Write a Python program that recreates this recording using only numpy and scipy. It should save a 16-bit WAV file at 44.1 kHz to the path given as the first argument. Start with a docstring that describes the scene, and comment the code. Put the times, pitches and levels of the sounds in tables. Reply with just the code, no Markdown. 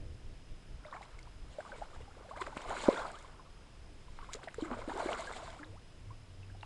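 """A lake: a hooked fish thrashes at the surface, a few metres from a small head-worn camera with one mic.
Air pockets ring and glide in pitch, the tail slaps, the body slams, froth churns, spray patters back.
Light wind rumbles on the housing, a cricket trills far off, and a low hum comes and goes near the end.
The camera adds its own hiss and a thin whine."""
import sys
import numpy as np
from scipy import signal
from scipy.fft import rfft, irfft, next_fast_len
from scipy.io import wavfile
from scipy.ndimage import uniform_filter1d, map_coordinates

SR = 44100
rng = np.random.default_rng(int(sys.argv[2]) if len(sys.argv) > 2 else 0)


def wav_record(signal):
    """Record a signal, one row per channel, as 16-bit PCM in the file named by sys.argv[1]."""
    frames = np.transpose(np.atleast_2d(signal))
    bounded = np.clip(frames, -1, 1)
    # unit amplitude maps onto the largest positive 16-bit level
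    quanta = np.round(bounded * 32767).astype(np.int16)
    wavfile.write(sys.argv[1], SR, quanta)


N = 293265


def amp(db):
    """dB to gain."""
    return 10 ** (np.asarray(db) / 20)


def unit(x):
    """x at rms 1."""
    return x / np.sqrt(np.mean(x ** 2) + 1e-20)


def curves(rows):
    """Each column after t/s, interpolated per sample."""
    t_s, *columns = np.transpose(rows)
    return [np.interp(np.arange(N) / SR, t_s, column) for column in columns]


def wobble(rate_hz):
    """Smooth random curve through Gaussian knots."""
    knots = rng.standard_normal(int(N * rate_hz / SR) + 4)
    return map_coordinates(knots, [np.arange(N) * rate_hz / SR])


def filtered(x, response):
    """x through a zero-phase gain response(f/Hz)."""
    n_fft = next_fast_len(N + 8192)
    return irfft(rfft(x, n_fft) * response(np.fft.rfftfreq(n_fft, 1 / SR)), n_fft)[..., :N]


def coloured(x, spectrum):
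    """x shaped by (f/Hz, level/dB) rows, rms 1."""
    f_hz, db = np.transpose(spectrum)
    return unit(filtered(x, lambda hz: amp(np.interp(np.log(hz + 1), np.log(f_hz + 1), db))))


def patchy(x, depth_db=2):
    """x with random gain patches in time and frequency, rms 1."""
    spectra = signal.stft(x, nperseg=256)[2]
    patches = uniform_filter1d(rng.standard_normal(spectra.shape), size=5, axis=0)
    patches = unit(uniform_filter1d(patches, size=8, axis=1))
    return unit(signal.istft(spectra * amp(depth_db * patches), nperseg=256)[1][:N])


def glide(rows):
    """Sine following (t/s, f/Hz, level/dB) rows, silent outside them."""
    hz, db = curves(rows)
    t = np.arange(N) / SR
    active = (t > rows[0][0]) * (t < rows[-1][0])
    return amp(db) * active * np.sin(2 * np.pi * np.cumsum(hz) / SR)


def rings(onset_s, gain, hz, t60_s, rise_oct_s, attack_s, samples):
    """Sum of damped, gliding sines. 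A bubble's pitch climbs as it nears the surface."""
    t = np.arange(samples) / SR
    onset_s, gain, hz, t60_s, rise_oct_s, attack_s = (
        np.reshape(v, (-1, 1)) for v in (onset_s, gain, hz, t60_s, rise_oct_s, attack_s))
    octaves = rise_oct_s * t
    pitch_hz = hz * 2 ** np.clip(octaves, -2, 1.5)
    burst_fade = np.clip(4 * (1.5 - octaves), 0, 1)  # a bubble bursts at about triple its pitch
    envelope = gain * amp(-60 * t / t60_s) * (1 - np.exp(-t / attack_s)) * burst_fade
    waves = envelope * np.sin(2 * np.pi * np.cumsum(pitch_hz, axis=1) / SR)
    index = np.round(onset_s * SR).astype(int) + np.arange(samples)
    return np.bincount(index.ravel(), waves.ravel(), N + samples)[:N]


def swarm(count, lo_hz, hi_hz, cycles, spread_db, samples):
    """Random bubbles, a few much stronger than the rest; rms 1."""
    when, pitch, life, strength = rng.random((count, 4)).T
    hz = lo_hz * (hi_hz / lo_hz) ** pitch
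    t60_s = cycles * (0.5 + 2.34 * life) / hz
    gain = amp(-spread_db * np.log(strength + 0.01)) * hz / hi_hz
    return unit(rings(when * N / SR, gain, hz, t60_s, 0.7 / t60_s, 0.5 / hz, samples))


def wind():
    """Lumpy rumble of wind on the housing."""
    spectrum = [(8.8, -21), (15, 2), (25, -2), (38, -4), (129, -16), (147, -27.5), (176, -31.5), (251, -28),
                (287, -23.5), (448, -36), (490, -28), (520, -39), (680, -36), (1140, -120)]  # rumble shape: f/Hz, level/dB
    gusts = [(0.0, -40), (0.22, -48), (0.31, -43), (0.46, -54), (0.52, -47), (0.63, -53.5), (0.7, -48),
             (0.91, -57.5), (0.93, -53), (1.41, -51), (1.44, -46.5), (1.55, -55), (2.0, -47), (2.11, -52.5),
             (2.56, -51.5), (2.63, -58), (2.68, -48.5), (2.85, -57), (2.87, -54), (3.18, -56), (4.2, -50.5),
             (4.52, -54.5), (4.58, -49.5), (5.61, -54), (5.72, -52), (5.85, -56.5), (6.13, -48.5),
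             (6.18, -55.5), (6.48, -48.5), (6.65, -56.5)]  # rumble strength: t/s, level/dB
    buffeting = amp(1.44 * wobble(11) + 0.39 * wobble(4.9))
    rumble = unit(buffeting * coloured(rng.standard_normal(N), spectrum))
    return amp(curves(gusts)[0]) * rumble


def camera(hiss_db=-62, whine_hz=10645, whine_db=-88):
    """Self-noise: steady hiss and a thin whine that wavers in level."""
    spectrum = [(82, -45), (140, 1), (282, -8.5), (448, -9), (697, -11.5), (989, -14), (2110, -17),
                (2940, -16), (4330, -22), (5010, -21), (6030, -25), (8880, -27.5), (10100, -31.5),
                (10900, -33), (11500, -46), (15000, -68), (22000, -120)]  # hiss shape: f/Hz, level/dB
    tone = np.sqrt(2) * np.sin(2 * np.pi * whine_hz * np.arange(N) / SR)
    whine = amp(whine_db + 1.5 * wobble(20)) * tone
    return amp(hiss_db) * coloured(rng.standard_normal(N), spectrum) + whine


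def cricket(wing_hz=5165, strokes_per_s=47.94, level_db=-78):
    """Far trill: each wing stroke sags in pitch; every fifteenth is skipped."""
    stroke = np.arange(int(N / SR * strokes_per_s))
    stroke = stroke[stroke % 15 != 1]
    strength, detune = rng.standard_normal((len(stroke), 2)).T
    onset_s = np.clip((stroke - 0.2) / strokes_per_s, 0, None)
    hz = wing_hz * (1 + 0.005 * detune)
    song = rings(onset_s, amp(1.3 * strength), hz, t60_s=0.045, rise_oct_s=-3, attack_s=0.006, samples=900)
    return amp(level_db) * unit(song)


def thrash(patter_db=-13):
    """Froth (ringing bubbles) and spray (fizz grains, landing drops), each mixed with rushing noise."""
    churn = [(0.6, -96, -100), (0.83, -67, -89), (0.95, -62, -75), (1.08, -60, -75), (1.2, -61, -75),
             (1.41, -73, -85), (1.54, -62.5, -65), (1.73, -55.5, -65), (1.95, -63, -72.5), (2.07, -68, -77),
             (2.2, -59.5, -73), (2.4, -67, -77), (2.52, -54.5, -66), (2.64, -52, -59), (2.72, -46, -52),
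             (2.85, -44.5, -52), (2.97, -42, -52.5), (3.1, -51.5, -58), (3.3, -63, -69.5),
             (3.45, -65, -103), (4.09, -75.5, -73), (4.29, -59, -66), (4.43, -63, -76), (4.59, -64.5, -67),
             (4.66, -52.5, -64.5), (4.74, -46, -63.5), (4.84, -50.5, -63), (4.94, -50.5, -59.5),
             (5.0, -44.5, -54.5), (5.13, -44.5, -53.5), (5.25, -48.5, -54.5), (5.36, -50.5, -55),
             (5.5, -55.5, -61), (5.56, -58, -66.5), (5.62, -59, -69), (5.75, -74, -78), (6.65, -104, -90)]  # churned water: t/s, froth level/dB, spray level/dB
    froth_shape = [(88, -50), (150, -11), (366, -7.5), (514, -4.5), (643, -3.5), (787, -7), (903, -3),
                   (1490, -7.5), (1900, -18.5), (2470, -23), (4180, -120)]  # froth spectrum: f/Hz, level/dB
    spray_shape = [(880, -45), (1500, -5), (1840, -11), (2110, -3), (2520, -12), (4000, -10.5), (5430, -20),
                   (6330, -22.5), (6900, -14), (8100, -17.5), (10300, -28.5), (10800, -28), (11500, -90),
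                   (15000, -84), (22000, -120)]  # spray spectrum: f/Hz, level/dB
    froth = swarm(count=5000, lo_hz=198, hi_hz=2676, cycles=16.7, spread_db=2.2, samples=900)
    spray = swarm(count=14000, lo_hz=1787, hi_hz=11730, cycles=13.7, spread_db=2.0, samples=260)
    froth = patchy(coloured(froth + 2.0 * rng.standard_normal(N), froth_shape))
    spray = patchy(coloured(spray + 1.8 * rng.standard_normal(N), spray_shape))
    patter = swarm(count=1500, lo_hz=2470, hi_hz=10100, cycles=6.9, spread_db=3.5, samples=120)
    spray += amp(patter_db) * coloured(patter, spray_shape)
    surge = np.tanh(wobble(21.827))  # water falls in lumps
    froth_db, spray_db = curves(churn)
    sheet_froth, sheet_spray = sheets()
    froth_gain = amp(froth_db + 1.3 * surge) + sheet_froth
    spray_gain = amp(spray_db + 0.91 * surge + 2.0 * wobble(35)) + sheet_spray
    return froth_gain * froth + spray_gain * spray


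def pockets(attack_cycles=0.65, attack_spread_db=4, waver_s=0.00008):
    """Large air pockets ring: some pop, others swell. Ripples shift the sound path, so pitch wavers."""
    air_pockets = [(0.838, -50, 1380, 0.033, -4), (0.848, -48.5, 2000, .04, 21),
                   (0.852, -44.5, 609, 0.17, -0.5), (0.883, -48.5, 1156, 0.069, 27),
                   (0.926, -33.5, 990, 0.025, 38), (0.929, -42, 1700, .02, 40), (.914, -44, 555, .04, 0),
                   (0.933, -39, 935, 0.057, 122), (0.94, -44, 1870, 0.027, -39),
                   (0.943, -45.5, 690, 0.24, 9), (0.953, -49, 1610, 0.028, 30),
                   (0.965, -46, 2200, 0.027, 3), (0.972, -51, 1100, 0.09, 0.5), (1.01, -39, 785, 0.035, 3),
                   (1.028, -45, 1990, 0.027, 34), (1.189, -47.5, 2140, 0.034, -3),
                   (1.585, -31.5, 564, 0.055, 13.5), (1.599, -37, 700, .035, 17),
                   (1.605, -35.5, 1560, 0.017, 1), (1.65, -46, 1070, 0.037, 18),
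                   (1.66, -44, 1265, 0.08, -14.5), (1.691, -47, 843, .12, -1.5),
                   (1.719, -39.5, 1470, 0.037, 9), (1.725, -47.5, 600, 0.16, -12.5),
                   (1.74, -49, 2250, 0.044, 1), (1.745, -56, 810, .1, 31), (1.782, -54, 428, 0.15, 15.5),
                   (1.816, -39.5, 674, 0.058, 6), (1.821, -33.5, 760, 0.05, 15),
                   (1.837, -49, 1310, 0.049, 22), (1.932, -51, 1127, 0.14, 21.5),
                   (2.005, -46.5, 470, .075, 2), (2.017, -56, 2010, .04, -2), (2.019, -49, 2800, 0.022, 2),
                   (2.078, -50.5, 801, 0.13, 2), (2.11, -52.5, 1200, 0.075, 37),
                   (2.151, -55, 1520, 0.046, 17), (2.167, -48.5, 395, 0.13, 65),
                   (2.208, -38.5, 526, 0.029, -74), (2.246, -48.5, 557, 0.12, 22.5),
                   (2.284, -47, 578, 0.1, -16), (2.308, -43, 578, 0.15, 17), (2.311, -32, 1030, 0.032, 25),
                   (2.333, -47, 742, 0.12, 21), (2.369, -43.5, 534, 0.15, 26.5),
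                   (2.376, -46.5, 2040, 0.037, 15), (2.403, -35, 1036, .05, -7),
                   (2.413, -29, 1100, 0.043, -11), (2.414, -33.5, 383, 0.056, -0.5),
                   (2.44, -49, 1120, 0.054, 4), (2.474, -31.5, 680, 0.027, -30),
                   (2.361, -44, 1600, .025, -10), (2.395, -41, 920, 0.033, 3), (2.526, -37, 990, 0.04, -25),
                   (2.292, -50, 1510, 0.024, 10), (2.484, -44, 416, 0.047, -7),
                   (2.655, -41.5, 740, 0.1, -8.5), (2.688, -41, 347, 0.17, 18.5),
                   (2.691, -40, 673, 0.12, -10), (2.704, -33, 1600, 0.022, -53),
                   (2.705, -36, 622, 0.16, 51), (2.726, -39, 611, 0.17, 22), (2.727, -33, 1103, 0.053, -32),
                   (2.752, -38, 654, 0.062, -21.5), (2.774, -36, 403, .04, -10),
                   (2.834, -34.5, 594, 0.045, -47), (2.839, -27.5, 1100, 0.026, -75),
                   (2.895, -23, 560, 0.058, -9), (2.869, -36, 1060, .03, -5), (2.913, -35, 400, .04, 10),
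                   (2.901, -29, 1030, 0.056, -4.5), (2.909, -31, 1093, 0.048, 10),
                   (2.926, -26, 510, 0.053, -41), (2.946, -43, 493, 0.74, 12), (2.974, -30, 1200, 0.021, 0),
                   (2.978, -38, 1440, 0.09, -1.5), (2.995, -37, 1550, 0.043, 4),
                   (2.948, -38, 520, 0.023, 0), (3.035, -40, 530, 0.027, 4),
                   (3.096, -40.5, 1030, 0.025, -9), (2.741, -41, 1200, .03, 0), (2.805, -37, 900, .03, 0),
                   (2.823, -42, 1200, .025, 0), (2.989, -38, 704, 0.14, -21.5),
                   (3.018, -31.5, 1083, 0.037, 36), (3.053, -46, 817, 0.18, 0), (3.09, -40, 660, 0.037, -2),
                   (3.14, -46, 1132, 0.19, 14), (3.246, -45.5, 1060, 0.07, -6),
                   (3.343, -57, 1060, 0.065, 1), (3.395, -46, 1050, 0.065, -2),
                   (3.471, -50.5, 1110, 0.054, 3), (4.082, -50, 1020, 0.042, -2),
                   (4.19, -43.5, 920, 0.056, 3), (4.205, -49, 1037, 0.16, 21), (4.227, -44, 1120, 0.05, -3),
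                   (4.29, -37.5, 960, 0.061, 26), (4.349, -36.5, 573, 0.028, -86),
                   (4.351, -46.5, 420, 0.18, 20.5), (4.391, -52, 970, .08, 25),
                   (4.41, -51.5, 760, 0.14, -5), (4.443, -47, 700, 0.028, -6),
                   (4.474, -32.5, 737, 0.036, -23), (4.479, -40, 1920, 0.05, 4),
                   (4.583, -24.5, 440, 0.043, 3), (4.623, -28, 313, 0.087, 2), (4.65, -40.5, 369, 0.22, -9),
                   (4.598, -43, 1120, .03, 17), (4.648, -37, 1200, 0.025, 5), (4.654, -45, 2080, .04, 1),
                   (4.712, -32, 249, 0.11, -2), (4.717, -26, 640, 0.02, 117), (4.717, -32, 465, 0.036, -62),
                   (4.733, -26.5, 795, 0.013, 136), (4.775, -40, 620, 0.031, -9),
                   (4.79, -39, 550, 0.075, -22), (4.815, -39, 963, 0.048, 13), (4.817, -45, 2080, .03, 2),
                   (4.877, -24, 267, 0.03, 24), (4.895, -38, 1600, .03, 30), (4.882, -37, 503, 0.075, 35),
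                   (4.915, -31.5, 737, 0.05, 60), (4.934, -39, 331, 0.17, 30.5),
                   (4.957, -35.5, 350, 0.13, 15), (4.978, -34, 828, 0.068, 21.5),
                   (4.994, -30.5, 640, 0.048, 8.5), (5.002, -34, 800, 0.045, 37),
                   (5.021, -30.5, 800, 0.065, -58), (5.059, -24.5, 355, 0.038, 3),
                   (5.079, -33.5, 532, 0.11, 42.5), (5.09, -30.5, 612, 0.07, -0.5),
                   (5.107, -35.5, 665, 0.15, 13), (5.12, -37, 707, 0.11, -12.5),
                   (5.157, -37, 1130, 0.04, 8), (5.012, -41, 1090, .05, 5), (5.073, -40, 2250, .025, 0),
                   (5.087, -39, 2060, 0.048, 15), (5.091, -34, 1150, 0.034, 13), (5.135, -37, 470, .06, -7),
                   (5.179, -43, 1560, .03, 0), (5.181, -47, 2080, .03, 0), (5.312, -37, 650, .03, 0),
                   (5.193, -35, 654, 0.074, 1), (5.221, -33, 1230, .031, -43), (5.272, -37, 1568, 0.08, 5),
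                   (5.363, -38.5, 740, 0.066, -1), (5.427, -41.5, 600, 0.11, 15.5),
                   (5.292, -39, 950, .04, 10), (5.297, -44.5, 394, 0.085, 18),
                   (5.335, -40.5, 2080, 0.026, -4), (5.398, -43, 1005, 0.036, 10),
                   (5.482, -42, 678, 0.095, -2), (5.506, -47, 713, 0.087, -9),
                   (5.562, -53, 631, 0.52, 34.5), (5.597, -44, 290, 0.29, 1.5), (5.62, -50, 1190, .04, 23),
                   (5.63, -40, 1610, 0.039, 3), (5.633, -45, 1900, 0.027, 5), (5.593, -47, 1350, .04, -8),
                   (5.645, -59, 950, .08, 8), (6.105, -46.5, 1036, 0.078, 4.5),
                   (6.431, -53, 2600, 0.038, 4), (6.499, -53.5, 1590, 0.044, 5),
                   (6.548, -48.5, 690, .053, 22), (6.105, -62, 2200, .03, 2), (6.629, -43, 2760, 0.03, -1),
                   (6.635, -45, 696, 0.036, 59)]  # trapped air: t/s, level/dB, start f/Hz, t60/s, rise/(oct/s)
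    onset_s, db, hz, t60_s, rise_oct_s = np.transpose(air_pockets)
    attack_s = attack_cycles * amp(attack_spread_db * rng.standard_normal(len(hz))) / hz
    plops = rings(onset_s, amp(db), hz, t60_s, rise_oct_s, attack_s, samples=9000)
    plops += spatter(onset_s, db, hz)
    return map_coordinates(plops, [np.arange(N) + waver_s * SR * wobble(160)])


def spatter(parent_s, parent_db, parent_hz, max_db=-12, max_lag_s=0.03, t60_cycles=13, span_oct=1.39):
    """Each pocket or slap tears off four weaker, mostly smaller bubbles."""
    lag, pitch, weakness = np.moveaxis(rng.random((len(parent_s), 4, 3)), 2, 0)
    onset_s = parent_s[:, None] + max_lag_s * lag
    hz = parent_hz[:, None] * 2 ** (span_oct * (pitch - 0.2))
    gain = amp(parent_db[:, None] + max_db - 8.6 * weakness)
    t60_s = t60_cycles / hz
    return rings(onset_s, gain, hz, t60_s, 0.35 / t60_s, 0.71 / hz, samples=2000)


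def slaps(t60_cycles=9, sag_oct_per_cycle=0.12, attack_cycles=0.36):
    """The tail slaps the surface: short rings that sag in pitch."""
    hits = [(0.849, -39, 1270), (0.968, -31, 1200), (1.652, -36, 1150), (1.948, -38, 1480),
            (1.962, -37.5, 920), (2.365, -32, 1180), (2.417, -29, 2020), (2.42, -24, 1530),
            (2.423, -29, 2200), (2.467, -28, 1790), (2.47, -28.5, 1300), (2.506, -36, 1360),
            (2.569, -27, 1260), (2.572, -32, 2200), (2.576, -26.5, 2700), (2.607, -30.5, 1600),
            (2.999, -25, 1190), (4.189, -31, 1300), (4.245, -35, 1390), (4.334, -37, 2400),
            (4.353, -41, 1990), (4.433, -33, 1890), (4.485, -27.5, 1990), (4.544, -31.5, 1690),
            (4.705, -29, 670), (4.877, -37, 1100), (4.714, -23, 1300), (4.731, -28, 1250),
            (5.131, -22.5, 2800), (5.148, -30, 1260), (5.313, -27, 1410), (5.478, -31, 1310),
            (6.631, -33, 2180), (6.632, -30.5, 990)]  # tail hits: t/s, level/dB, start f/Hz
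    onset_s, db, hz = np.transpose(hits)
    rise_oct_s = -sag_oct_per_cycle * hz
    smacks = rings(onset_s, amp(db), hz, t60_cycles / hz, rise_oct_s, attack_cycles / hz, samples=1500)
    return smacks + spatter(onset_s, db - 2, hz)


def ticks():
    """Single drops strike the surface: a short ring and a crack of eight tiny bubbles."""
    drops = [(0.8648, -47, 3690, -74), (0.9125, -47.5, 3650, -68), (1.019, -50, 4020, -57),
             (1.053, -51, 4030, -68), (1.1908, -55, 4000, -52), (1.2294, -47, 4700, -58),
             (2.3716, -51, 3200, -64), (2.411, -40, 7600, -61), (2.4182, -38, 3350, -62),
             (2.468, -52, 3100, -64), (2.571, -48, 3180, -46.5), (2.617, -43, 3100, -46),
             (2.704, -41, 3140, -59), (2.678, -52, 4200, -60), (2.7295, -50, 6860, -58),
             (2.7904, -42, 7490, -46), (2.824, -54, 3120, -44), (2.9514, -55, 3920, -60),
             (2.975, -35.5, 3530, -63), (2.995, -44, 4000, -58), (3.068, -43, 4300, -58),
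             (3.117, -41.5, 8100, -52), (3.1875, -54, 7000, -51), (3.155, -45, 3160, -64.5),
             (3.226, -63, 3280, -52), (4.3335, -37, 7250, -35), (4.3395, -37, 3900, -39),
             (4.34, -33, 7160, -41), (4.3535, -40, 7300, -50), (4.4417, -48, 3900, -73),
             (4.5443, -39.5, 7450, -52), (4.603, -49, 3040, -71), (4.613, -41.5, 4070, -64),
             (4.621, -42, 3140, -64), (4.7143, -52, 4050, -67), (4.975, -54, 3040, -46.5),
             (5.032, -40, 3950, -63), (5.131, -33, 2930, -61), (5.2465, -53, 4230, -57),
             (5.2695, -45, 7610, -49), (5.323, -40, 3640, -53), (5.327, -42, 7770, -52),
             (5.367, -42, 3160, -59), (5.483, -53, 3640, -60), (5.5033, -44, 3360, -52),
             (5.6454, -45, 3750, -70), (6.61, -46, 3750, -69)]  # spray drops: t/s, ring level/dB, ring f/Hz, crack level/dB
    onset_s, db, hz, crack_db = np.transpose(drops)
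    sound = rings(onset_s, amp(db + 2.5), hz, t60_s=32 / hz, rise_oct_s=0, attack_s=1.5 / hz, samples=500)
    for lag, pitch in np.transpose(rng.random((len(hz), 8, 2)), (1, 2, 0)):
        sound += rings(onset_s + 0.003 * lag ** 2, amp(crack_db), hz=3300 * 2.9 ** pitch,
                       t60_s=0.0034, rise_oct_s=0, attack_s=0.0001, samples=500)
    return sound


def sheets(rise_s=0.0073, fall_s=0.012):
    """Froth and spray envelopes of sheets of water thrown up."""
    throws = [(0.87, -68, -75), (0.95, -53, -65), (1.03, -77, -61), (1.83, -59, -64), (1.91, -84, -68),
              (1.95, -62, -64), (2.011, -67, -66), (2.301, -75, -63), (2.372, -48.5, -59.5),
              (2.414, -49, -49), (2.428, -59, -65), (2.468, -51, -59), (2.569, -53, -58), (2.84, -59, -57),
              (2.9, -61, -62), (2.98, -46, -67), (3.16, -77, -63.5), (4.29, -68, -76), (4.336, -73, -51.5),
              (4.352, -59, -57), (4.44, -54.5, -58.5), (4.611, -57, -67), (4.841, -70, -71),
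              (4.895, -49, -66), (4.999, -46.5, -56), (5.121, -42, -55), (6.63, -68, -68)]  # sheet peaks: t/s, froth level/dB, spray level/dB
    peak_s, *db = np.transpose(throws)
    age_s = np.arange(N) / SR - peak_s[:, None]
    return amp(db) @ np.exp(-np.abs(age_s) / np.where(age_s < 0, rise_s, fall_s))


def plunge():
    """The body slams the water, opening and closing a cavity."""
    cavities = [(2.568, -31, 260, 0.017, -16, 0.00074), (2.5694, -30, 610, 0.013, -1, 0.00034),
                (2.884, -3.5, 316, 0.016, -63, 0.0018), (2.882, -22, 970, 0.022, 3, 0.00044),
                (2.8878, -3, 450, 0.016, 91, 0.001)]  # cavity rings: t/s, level/dB, start f/Hz, t60/s, rise/(oct/s), attack/s
    onset_s, db, hz, t60_s, rise_oct_s, attack_s = np.transpose(cavities)
    return rings(onset_s, amp(db), hz, t60_s, rise_oct_s, attack_s, samples=1500)


def hum():
    """Low wavering hum that comes and goes."""
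    track = [(5.62, 100, -81), (5.7, 97.2, -49), (5.8, 94.7, -60), (5.95, 101.4, -67), (6.05, 99.8, -51.5),
             (6.12, 106.4, -44), (6.2, 112.8, -60), (6.3, 89.8, -53), (6.38, 93.1, -49), (6.5, 96.9, -47.5),
             (6.65, 99.5, -47)]  # hum tone: t/s, f/Hz, level/dB
    return amp(2.4 * wobble(25)) * glide(track)


def gulp():
    """A cavity closes at the surface: its pitch dips, then climbs."""
    track = [(5.65, 596, -74), (5.67, 516, -65), (5.70, 426, -58), (5.73, 490, -60), (5.76, 760, -55.5),
             (5.778, 1245, -55), (5.79, 1500, -73)]  # cavity tone: t/s, f/Hz, level/dB
    return glide(track)


def scene(gurgle_db=1.7):
    """One microphone feeds both channels."""
    plops = pockets() + gulp()
    impacts = slaps() + plunge()
    gurgle = amp(gurgle_db * wobble(110))  # the ringing flutters in level
    mono = gurgle * plops + impacts + ticks() + thrash() + cricket() + wind() + hum() + camera()
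    return np.array([mono, mono])


def record(dry, top_hz=11670):
    """The camera's band limit: brick-wall low-pass."""
    return filtered(dry, lambda hz: hz < top_hz)


dry = scene()
out = record(dry)
wav_record(out)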